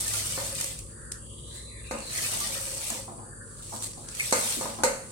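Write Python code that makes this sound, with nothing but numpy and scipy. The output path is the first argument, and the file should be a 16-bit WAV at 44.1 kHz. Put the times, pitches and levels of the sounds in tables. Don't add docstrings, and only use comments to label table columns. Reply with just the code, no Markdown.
import sys
import numpy as np
from scipy import signal
from scipy.fft import rfft, irfft
from scipy.io import wavfile

SR = 44100
rng = np.random.default_rng(int(sys.argv[2]) if len(sys.argv) > 2 else 0)


def digitize_waveform(pressure):
    field = np.atleast_2d(pressure).T
    bounded = np.clip(field, -1, 1)
    quanta = np.round(bounded * 32767).astype(np.int16)
    wavfile.write(sys.argv[1], SR, quanta)


N = 225457
TIME = np.arange(N) / SR
TAIL = np.arange(SR // 2) / SR


# f/Hz, relative level/dB
GRAIN_SPECTRUM = [(2500, -17.5), (4500, -12.5), (6000, -7), (7300, -5), (8500, -1), (9400, -6), (10500, -9),
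                  (12000, -12), (16000, -22.5)]
# f/Hz, relative level/dB
PATTER_SPECTRUM = [(1500, -19), (2300, -6.5), (3200, -6), (4200, -3), (6000, -11), (8000, -20.5)]
# f/Hz, relative level/dB
SPLASH_SPECTRUM = [(250, 4.5), (400, -4.5), (540, 12), (720, 3.5), (1150, 5.5), (1600, 5), (2200, -10.5),
                   (3200, -6.5)]
# middle t/s, half length/s, relative level/dB
CLUMP_DROPS = [(0.17, 0.028, -44), (0.625, 0.092, -34), (2.25, 0.025, -30.5), (2.9, 0.066, -37),
               (4.175, 0.023, -38.5), (4.245, 0.06, -33), (4.63, 0.13, -40.5)]
# middle t/s, half length/s, relative level/dB
FINGER_RAKES = [(1.3, 0.065, -57), (1.563, 0.07, -45), (2.002, 0.1, -47.5), (3.655, 0.087, -46.5),
                (3.745, 0.054, -38), (3.85, 0.044, -36.5), (4.11, .025, -45), (4.006, 0.16, -48),
                (5.102, 0.051, -52)]


def wheat(shifting_db=-62.5, patters_per_tick=0.4, patter_db=-5, clump_patter_db=-3, rake_patter_db=-15,
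          splash_db=-9.5, patter_waver_db=-0.9, splash_waver_db=-0.5):
    poured = stream()
    clumps = swells(CLUMP_DROPS)
    raked = np.hypot(swells(FINGER_RAKES), undb(shifting_db))
    flow_db = 10 * np.log10(poured ** 2 + clumps ** 2 + raked ** 2)
    per_s = 6000 * undb(.5 * (np.minimum(flow_db, -28) + 32.5))

    falling = np.clip((flow_db + 47.5) / 14, 0, 1)
    ticks = unit(colour(grains(per_s, 3.2), GRAIN_SPECTRUM))
    soft = signal.sosfiltfilt(signal.butter(8, 10500, fs=SR, output="sos"), ticks)
    ticks = (soft + falling * (ticks - soft)) * undb(flow_db)

    patter_power = (undb(patter_db) * poured) ** 2
    patter_power += (undb(clump_patter_db) * clumps) ** 2
    patter_power += (undb(rake_patter_db) * raked) ** 2
    patter = unit(colour(grains(per_s * patters_per_tick, 1.7), PATTER_SPECTRUM)) + undb(-10.0) * fizz()
    patter = patter * np.sqrt(patter_power) * undb(patter_waver_db * walk(33.0))

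    splash = unit(colour(ports(grains(per_s, 3.7), 1100), SPLASH_SPECTRUM))
    splash = splash * np.hypot(poured, undb(-2) * clumps) * undb(splash_db + splash_waver_db * walk(27.12))
    return spurts() * (pan(ticks, -0.49) + pan(patter + splash, 1.4))


# full flow from t/s, until t/s, relative level/dB, thinning/(dB/s)
POURED_HANDFULS = [(0.0, 0.466, -30, 6), (2.163, 2.9, -31, 6), (4.357, 4.51, -29.5, -8.5)]


def stream(rise_db_per_s=128, trail_db_per_s=78):
    out = np.zeros(N)
    for start, end, db, thinning_db_per_s in POURED_HANDFULS:
        early = np.maximum(start - TIME, 0)
        held = np.clip(TIME - start, 0, end - start)
        late = np.maximum(TIME - end, 0)
        out += undb(db - rise_db_per_s * early - thinning_db_per_s * held - trail_db_per_s * late)
    return out


def swells(rows):
    return np.sqrt(sum(undb(2 * db) / (1 + ((TIME - s) / half_s) ** 2 / 3) ** 4 for s, half_s, db in rows))


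def grains(per_s, spread_db):
    at = np.flatnonzero(rng.random(N) < per_s / SR)
    sign_draw, size_draw, lag_draw = rng.random((N, 3))[at].T
    hits = np.sign(sign_draw - .5) * undb(spread_db * np.minimum(-np.log(1 - size_draw), 5))
    lag = (40 * (lag_draw - .5)).astype(int)
    out = np.zeros((2, N))
    out[0, at] = hits
    out[1, (at + lag) % N] = hits
    return unit(out / np.sqrt(per_s))


def spurts(per_s=55, t60=0.2, size=0.24):
    starts = (rng.random(N) < per_s / SR) * np.minimum(rng.exponential(size=N), 3)
    return unit(1 + size * convolve(starts, fade(t60))[0])


def fizz(count=1500, cycles=90):
    out = np.zeros((2, N))
    for when, pitch, size, left, right in rng.random((count, 5)):
        hz = 1700 * 3 ** pitch
        sides = np.array([[left], [right]]) - .5
        add(out, when * N / SR, undb(20 * size) * sides * bubble(hz, cycles / hz))
    return unit(out)


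def bubble(hz, t60, glide=0.54):
    t = TAIL[:SR // 16]
    decay = np.exp(-np.log(1000) * t / t60)
    return np.minimum(hz * t / 2, 1) * decay * np.sin(2 * np.pi * hz * t * (1 + glide * t))


def cooker_wall(x, scatter_db=6.0, t60=0.03, count=6):
    shares = np.array([walk(45) for _ in range(count)])
    out = np.zeros((2, N))
    for share in shares / np.sqrt(np.sum(shares ** 2, axis=0)):
        out += convolve(x * share, unit_energy(noise(len(TAIL)) * fade(t60)))
    return (x + undb(scatter_db) * out) / np.hypot(1, undb(scatter_db))


def wall_strikes(db=-9.5):
    strikes = unit(colour(grains(420, 1.5), GRAIN_SPECTRUM))
    return undb(db) * strikes * np.hypot(stream(), swells(CLUMP_DROPS))


def pings(count=1400, ping_hz=8500, spread_octaves=0.14, db=-7, t60=.005, spread_db=3.5):
    out = np.zeros((2, N))
    starts = rng.random(count) * N / SR
    draws = np.clip(rng.standard_normal((count, 4)), -1.5, 1.5)
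    for s, (pitch, size, left, right) in zip(starts, draws):
        ping = bubble(ping_hz * 2 ** (spread_octaves * pitch), t60, glide=0)
        add(out, s, undb(spread_db * size) * np.array([[left], [right]]) * ping)
    return undb(db) * unit(out) * np.hypot(stream(), swells(CLUMP_DROPS))


# t/s, relative level/dB, contact corner f/Hz
STRAY_CLUMPS = [(0.004, -25, 14000), (0.065, -30, 14000), (0.078, -24, 14000), (0.136, -25, 12000),
                (0.308, -31, 11000), (0.598, -29, 12100), (0.609, -21.5, 14000), (.641, -25, 14000),
                (0.788, -33.5, 12000), (0.902, -51, 9500), (1.117, -25.5, 11300), (2.002, -34.5, 9500),
                (2.096, -44, 9500), (2.138, -38, 11000), (2.176, -26, 14000), (2.237, -34, 14000),
                (2.369, -33, 11000), (2.402, -25.5, 14100), (2.471, -28, 11000), (2.534, -32, 12000),
                (2.807, -38, 12000), (2.869, -45, 12000), (2.9, -23.5, 14100), (3.731, -43, 11000),
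                (3.821, -30.5, 12000), (3.836, -31, 12200), (3.932, -39, 9500), (4.085, -31, 9200),
                (4.148, -32, 11800), (4.196, -27, 12000), (4.205, -33, 12000), (4.25, -39, 12100),
                (4.308, -25, 12000), (4.522, -34, 14000)]


def stray_grains(burst_s=0.0033):
    out = np.zeros((2, N))
    for s, db, corner_hz in STRAY_CLUMPS:
        landing = np.exp(-2 * (TAIL / burst_s - 1) ** 2)
        sizes_db = 2.5 * np.interp(TAIL * 900, np.arange(512), rng.standard_normal(512))
        scatter = 0.3 * fade(0.27) * unit(undb(sizes_db))
        clump = unit_energy(colour(noise(len(TAIL)) * (landing + scatter), GRAIN_SPECTRUM))
        add(out, s, undb(db + 21.5) * contact(clump, corner_hz, order=6))
    return out


# t/s, f/Hz at the start, relative level/dB, t60/s
WATER_PLOPS = [(0.14, 1384, -35.5, 0.13), (2.185, 1985, -24.5, 0.039), (2.246, 2570, -24, .05),
               (2.41, 1146, -34.5, 0.2), (4.198, 2150, -20, 0.043), (4.195, 2520, -25, .04),
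               (4.205, 2350, -16, 0.044), (4.222, 2170, -34, .03)]


def plops():
    out = np.zeros((2, N))
    for s, hz, db, t60 in WATER_PLOPS:
        add(out, s, undb(db) * bubble(hz, t60))
    return out


# t/s, relative level/dB, contact corner f/Hz (higher is harder), click level/dB re blow
RIM_KNOCKS = [(0.3767, -24.5, 1490, -26), (1.9105, -22, 2360, -13), (2.905, -42, 700, -33),
              (2.946, -34, 900, -25), (4.325, -12.5, 2900, -6), (4.611, -23.5, 1490, -9),
              (4.655, -26, 1170, -21), (4.835, -12.5, 2930, -5.5)]
# f/Hz, relative level/dB, t60/s
STEEL_MODES = [(222.6, -16.5, 0.56), (242, -9.5, 0.52), (464, -6, 0.62), (505.4, 6.5, 0.27), (534, 4, 0.54),
               (566.7, 7, 0.23), (698, -18, 0.57), (780, -10.5, 0.43), (883, -16, 0.69), (923, 10, 0.085),
               (1023, -10, 0.5), (1230, 1.5, 0.34), (1505, 10.5, 0.029), (1504, -11, 0.81),
               (1500, -8, 0.44), (2085, -5.5, 0.37), (2120, 5, 0.18)]
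# f/Hz, relative level/dB, t60/s
RIM_MODES = [(4200, -25, 0.26), (4330, -7, 0.76), (4530, 11, 0.33), (5006, 3, 0.26), (5840, 16, .3),
             (5900, 9, 0.24), (7570, 18, 0.21), (8430, 22, 0.2)]
# f/Hz, relative level/dB
THUD_SPECTRUM = [(120, -9), (240, 2), (370, -5), (520, 3.5), (680, 1), (900, -0.5), (1600, -3.5),
                 (2100, -2.5), (3200, -13), (6000, -49)]
# f/Hz, relative level/dB
CLICK_SPECTRUM = [(1500, -25), (2500, -3), (3400, -9), (4300, 9), (5200, -2), (6200, 7.5), (8200, 9),
                  (10000, 2.5), (12000, -6.5), (16000, -15)]


def knocks(steel_db=20.0, thud_db=16, thud_t60=0.55, push_db=14, push_hz=560, push_t60=0.27,
           click_t60=0.11, jolt_db=15, jolt_s=0.00026):
    out = np.zeros((2, N))
    push = unit_energy(fade(push_t60) * np.sin(2 * np.pi * push_hz * TAIL))
    swing = TAIL / jolt_s - np.e
    jolt = unit_energy(-swing * np.exp(-swing ** 2 / 2))
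    for s, db, corner_hz, click_db in RIM_KNOCKS:
        thud = ports(rng.standard_normal((2, len(TAIL))), 1800) * (fade(thud_t60) + 0.16 * fade(0.021))
        thud = unit_energy(colour(thud, THUD_SPECTRUM))
        body = undb(steel_db) * ring(STEEL_MODES) + undb(thud_db) * thud + undb(push_db) * push
        body = kitchen(contact(body, corner_hz), wet_db=-2.5)
        crack = noise(len(TAIL)) * (fade(0.038) + fade(click_t60) + 0.77 * fade(0.55))
        crack = unit_energy(colour(crack, CLICK_SPECTRUM))
        click = kitchen(undb(26.0) * crack + undb(19.0) * ring(RIM_MODES), wet_db=-7.5)
        add(out, s, undb(db) * (body + undb(click_db) * click + undb(jolt_db) * jolt))
    return out


def ring(modes, scatter_db=-1.0):
    hz, db, t60 = np.transpose(modes)[:, :, None]
    apart = rng.uniform(-np.pi, np.pi, hz.shape) * np.minimum((hz / 1700) ** 2, 1)
    phase = 2 * np.pi * hz * TAIL + np.pi * np.arange(len(hz))[:, None]
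    size = undb(db + scatter_db * rng.standard_normal(hz.shape)) * fade(t60)
    return unit_energy(np.array([np.sum(size * np.sin(phase + side * apart), axis=0) for side in (1, -1)]))


def contact(x, corner_hz, order=2):
    return signal.sosfilt(signal.butter(order, min(corner_hz, SR / 3), fs=SR, output="sos"), x)


# t/s, relative level/dB, contact corner f/Hz
PLATE_THUDS = [(.377, -35, 1400), (.402, -31.5, 1300), (1.938, -27.5, 1410), (2.326, -29, 1250),
               (2.386, -41, 1200), (2.459, -35, 1260), (2.9, -27.5, 980), (3.078, -29, 1110),
               (3.112, -40, 1190), (3.181, -33, 1250), (3.225, -40, 1100), (3.723, -27.5, 1380),
               (3.971, -35, 960), (4.566, -22, 434), (4.617, -28, 1100), (4.655, -24.5, 1270),
               (4.786, -24.5, 1300)]
# f/Hz, relative level/dB
LOADED_PLATE_SPECTRUM = [(120, -9), (230, 11), (400, -1), (600, 3.5), (780, 6), (1100, 1), (2000, -7)]


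def plate_thuds(t60=0.48):
    out = np.zeros((2, N))
    for s, db, corner_hz in PLATE_THUDS:
        thud = noise(len(TAIL)) * (fade(t60) + 0.6 * fade(0.045))
        thud = unit_energy(colour(thud, LOADED_PLATE_SPECTRUM))
        add(out, s, undb(db + 23.5) * contact(thud, corner_hz, order=4))
    return out


# t/s, relative level/dB
BOTTOM_TAPS = [(0.519, -20.5), (.63, -19.5), (2.49, -19), (2.555, -18), (2.6, -21.5), (2.66, -18.5),
               (2.72, -21), (2.755, -22), (2.79, -22), (2.981, -18.5)]


def cooker_ring(damping=0.55):
    out = np.zeros((2, N))
    for s, db in BOTTOM_TAPS:
        damped = [(hz, mode_db, t60 * damping) for hz, mode_db, t60 in STEEL_MODES[2:10]]
        add(out, s, undb(db) * ring(damped))
    return kitchen(out, wet_db=1.5)


# f/Hz, relative level/dB
SCRAPE_SPECTRUM = [(1000, -10), (2500, -13), (4400, 0), (5400, -11), (8300, 7), (10000, -6), (11500, -12),
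                   (16000, -16)]


def scrapes(per_s=500, jerk_per_s=60, db=-4):
    jerks = unit(undb(5 * np.clip(walk(jerk_per_s), -1.5, 1.5)))
    slips = unit(colour(grains(per_s, 2.0), SCRAPE_SPECTRUM))
    return undb(db) * slips * jerks * swells(FINGER_RAKES)


# start t/s, end t/s, start f/Hz, end f/Hz, half width/Hz, relative level/dB
GLIDING_BANDS = [(0.867, 1.28, 1610, 1563, 278, -51.5), (1.149, 1.674, 2980, 3440, 327, -55),
                 (1.307, 1.8, 3660, 3780, 278, -55.5), (1.498, 1.683, 1770, 1975, 280, -56),
                 (1.446, 1.805, 3980, 4080, 110, -52), (1.659, 1.936, 2445, 1596, 322, -53),
                 (1.8, 2.098, 2555, 2636, 230, -46.5), (1.99, 2.154, 4480, 4000, 300, -43.5),
                 (1.742, 2.037, 3690, 4100, 333, -53), (2.116, 2.214, 2534, 1623, 300, -44.5),
                 (2.174, 2.302, 2220, 2010, 450, -51), (3.2, 3.582, 1568, 1595, 212, -52),
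                 (3.447, 3.684, 1473, 1412, 282, -55.5), (4.007, 4.224, 1448, 1620, 244, -54.5),
                 (4.196, 4.281, 2500, 2095, 485, -41)]


def gliding_bands(uneven_db=2.5, uneven_per_s=70):
    out = np.zeros((2, N))
    for start, end, from_hz, to_hz, width_hz, db in GLIDING_BANDS:
        lowpass = signal.butter(5, width_hz, fs=SR, output="sos")
        slow = unit(signal.sosfilt(lowpass, rng.standard_normal((2, 2, SR))))
        progress = np.linspace(0, 1, int((end - start) * SR))
        phase = 2 * np.pi * np.cumsum(from_hz + (to_hz - from_hz) * progress) / SR
        band = slow[0, :, :len(phase)] * np.cos(phase) + slow[1, :, :len(phase)] * np.sin(phase)
        add(out, start, undb(db) * np.sin(np.pi * progress) * band)
    return out * unit(undb(uneven_db * walk(uneven_per_s)))


def kitchen(x, wet_db, t60=0.18):
    tail = noise(len(TAIL)) * fade(t60) * np.clip(TAIL / 0.00018 - .5, 0, 1)
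    return x + undb(wet_db) * convolve(x, unit_energy(tail))


# f/Hz, relative level/dB, wavering share, fading/(dB/s)
HUM_LINES = [(50.3, -61.5, 0.11, 0), (102.5, -52, 0.57, 1.5), (147.3, -55.5, 1, 4.5), (229, -61, 0.25, 0.5),
             (345, -62.5, 0.48, 1.6)]
# t/s, relative level/dB
DRONE_COURSE = [(0, -49), (0.55, -53), (1.4, -49.5), (1.9, -47.5), (2.3, -69), (5.11, -74)]
# f/Hz, relative level/dB
RUMBLE_SPECTRUM = [(20, -50), (45, 8), (75, -5), (110, 7), (170, -1.5), (260, -7.5), (400, -7), (550, -6),
                   (700, -28), (1200, -14), (2200, -94), (5000, -63)]
# f/Hz, relative level/dB
HISS_SPECTRUM = [(2000, -15), (4200, -92), (4650, 16.5), (5100, -76), (6500, 4.5), (7700, 15.5), (8800, 18),
                 (10500, 13.5), (11300, -69), (16000, -80)]


def background(left_db=2.0, drone_hz=61.7):
    hum = np.zeros(N)
    for hz, db, waver, fading_db_per_s in HUM_LINES:
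        level = undb(db - fading_db_per_s * TIME) * (1 + waver * walk(7.8))
        hum += level * np.sin(2 * np.pi * hz * TIME + 1.47 * waver * walk(9))
    drone = undb(np.interp(TIME, *np.transpose(DRONE_COURSE))) * np.sin(2 * np.pi * drone_hz * TIME)
    rumble = undb(-48.0) * unit(colour(noise(N), RUMBLE_SPECTRUM))
    hiss = undb(-48.0) * unit(colour(noise(N), HISS_SPECTRUM))
    return pan(np.sqrt(2) * (hum + drone) + rumble, left_db) + hiss


def undb(db):
    return 10 ** (np.asarray(db) / 20)


def unit(x):
    return x / np.sqrt(np.mean(x ** 2))


def unit_energy(x):
    return x / np.sqrt(np.sum(x ** 2, axis=-1, keepdims=True))


def colour(x, points):
    size = 4096
    hz, db = np.transpose(points)
    gain_db = np.interp(np.log(np.arange(size // 2 + 1) * SR / size + 1), np.log(hz), db)
    cepstrum = irfft(np.log(undb(gain_db)))
    cepstrum[1:size // 2] *= 2
    cepstrum[size // 2 + 1:] = 0
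    return convolve(x, irfft(np.exp(rfft(cepstrum))))


def convolve(x, response):
    return signal.oaconvolve(np.atleast_2d(x), np.atleast_2d(response), axes=-1)[:, :x.shape[-1]]


def fade(t60):
    return np.exp(-np.log(1000) * TAIL / t60)


def walk(rate):
    knots = rng.standard_normal(1024)
    return np.interp(TIME * rate, np.arange(len(knots)), knots)


def add(out, s, sound):
    i = max(int(s * SR), 0)
    out[:, i:i + sound.shape[-1]] += sound[..., :N - i]


def pan(x, left_db):
    return x * undb(np.array([[left_db], [-left_db]]) / 2)


def ports(pair, split_hz=900):
    side = signal.sosfilt(signal.butter(1, split_hz, "high", fs=SR, output="sos"), pair[1])
    side = .7 * side + .3 * pair[1]
    return np.array([pair[0] + side, pair[0] - side]) / np.sqrt(2)


def noise(size):
    return ports(rng.standard_normal((2, size)))


def scene():
    inside = kitchen(undb(-4.5) * cooker_wall(wheat()), wet_db=-2.5)
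    near = stray_grains() + plops() + wall_strikes() + pings() + scrapes() + gliding_bands()
    near = kitchen(near, wet_db=-10)
    return inside + near + knocks() + kitchen(plate_thuds(), wet_db=1.5) + cooker_ring() + background()


def record(dry, lag_samples=9, top_hz=16200):
    pair = np.array([np.pad(dry[0], (lag_samples, 0))[:N], dry[1]])
    return signal.sosfilt(signal.ellip(10, .2, 70, top_hz, fs=SR, output="sos"), pair)


dry = scene()
out = record(dry)
digitize_waveform(out)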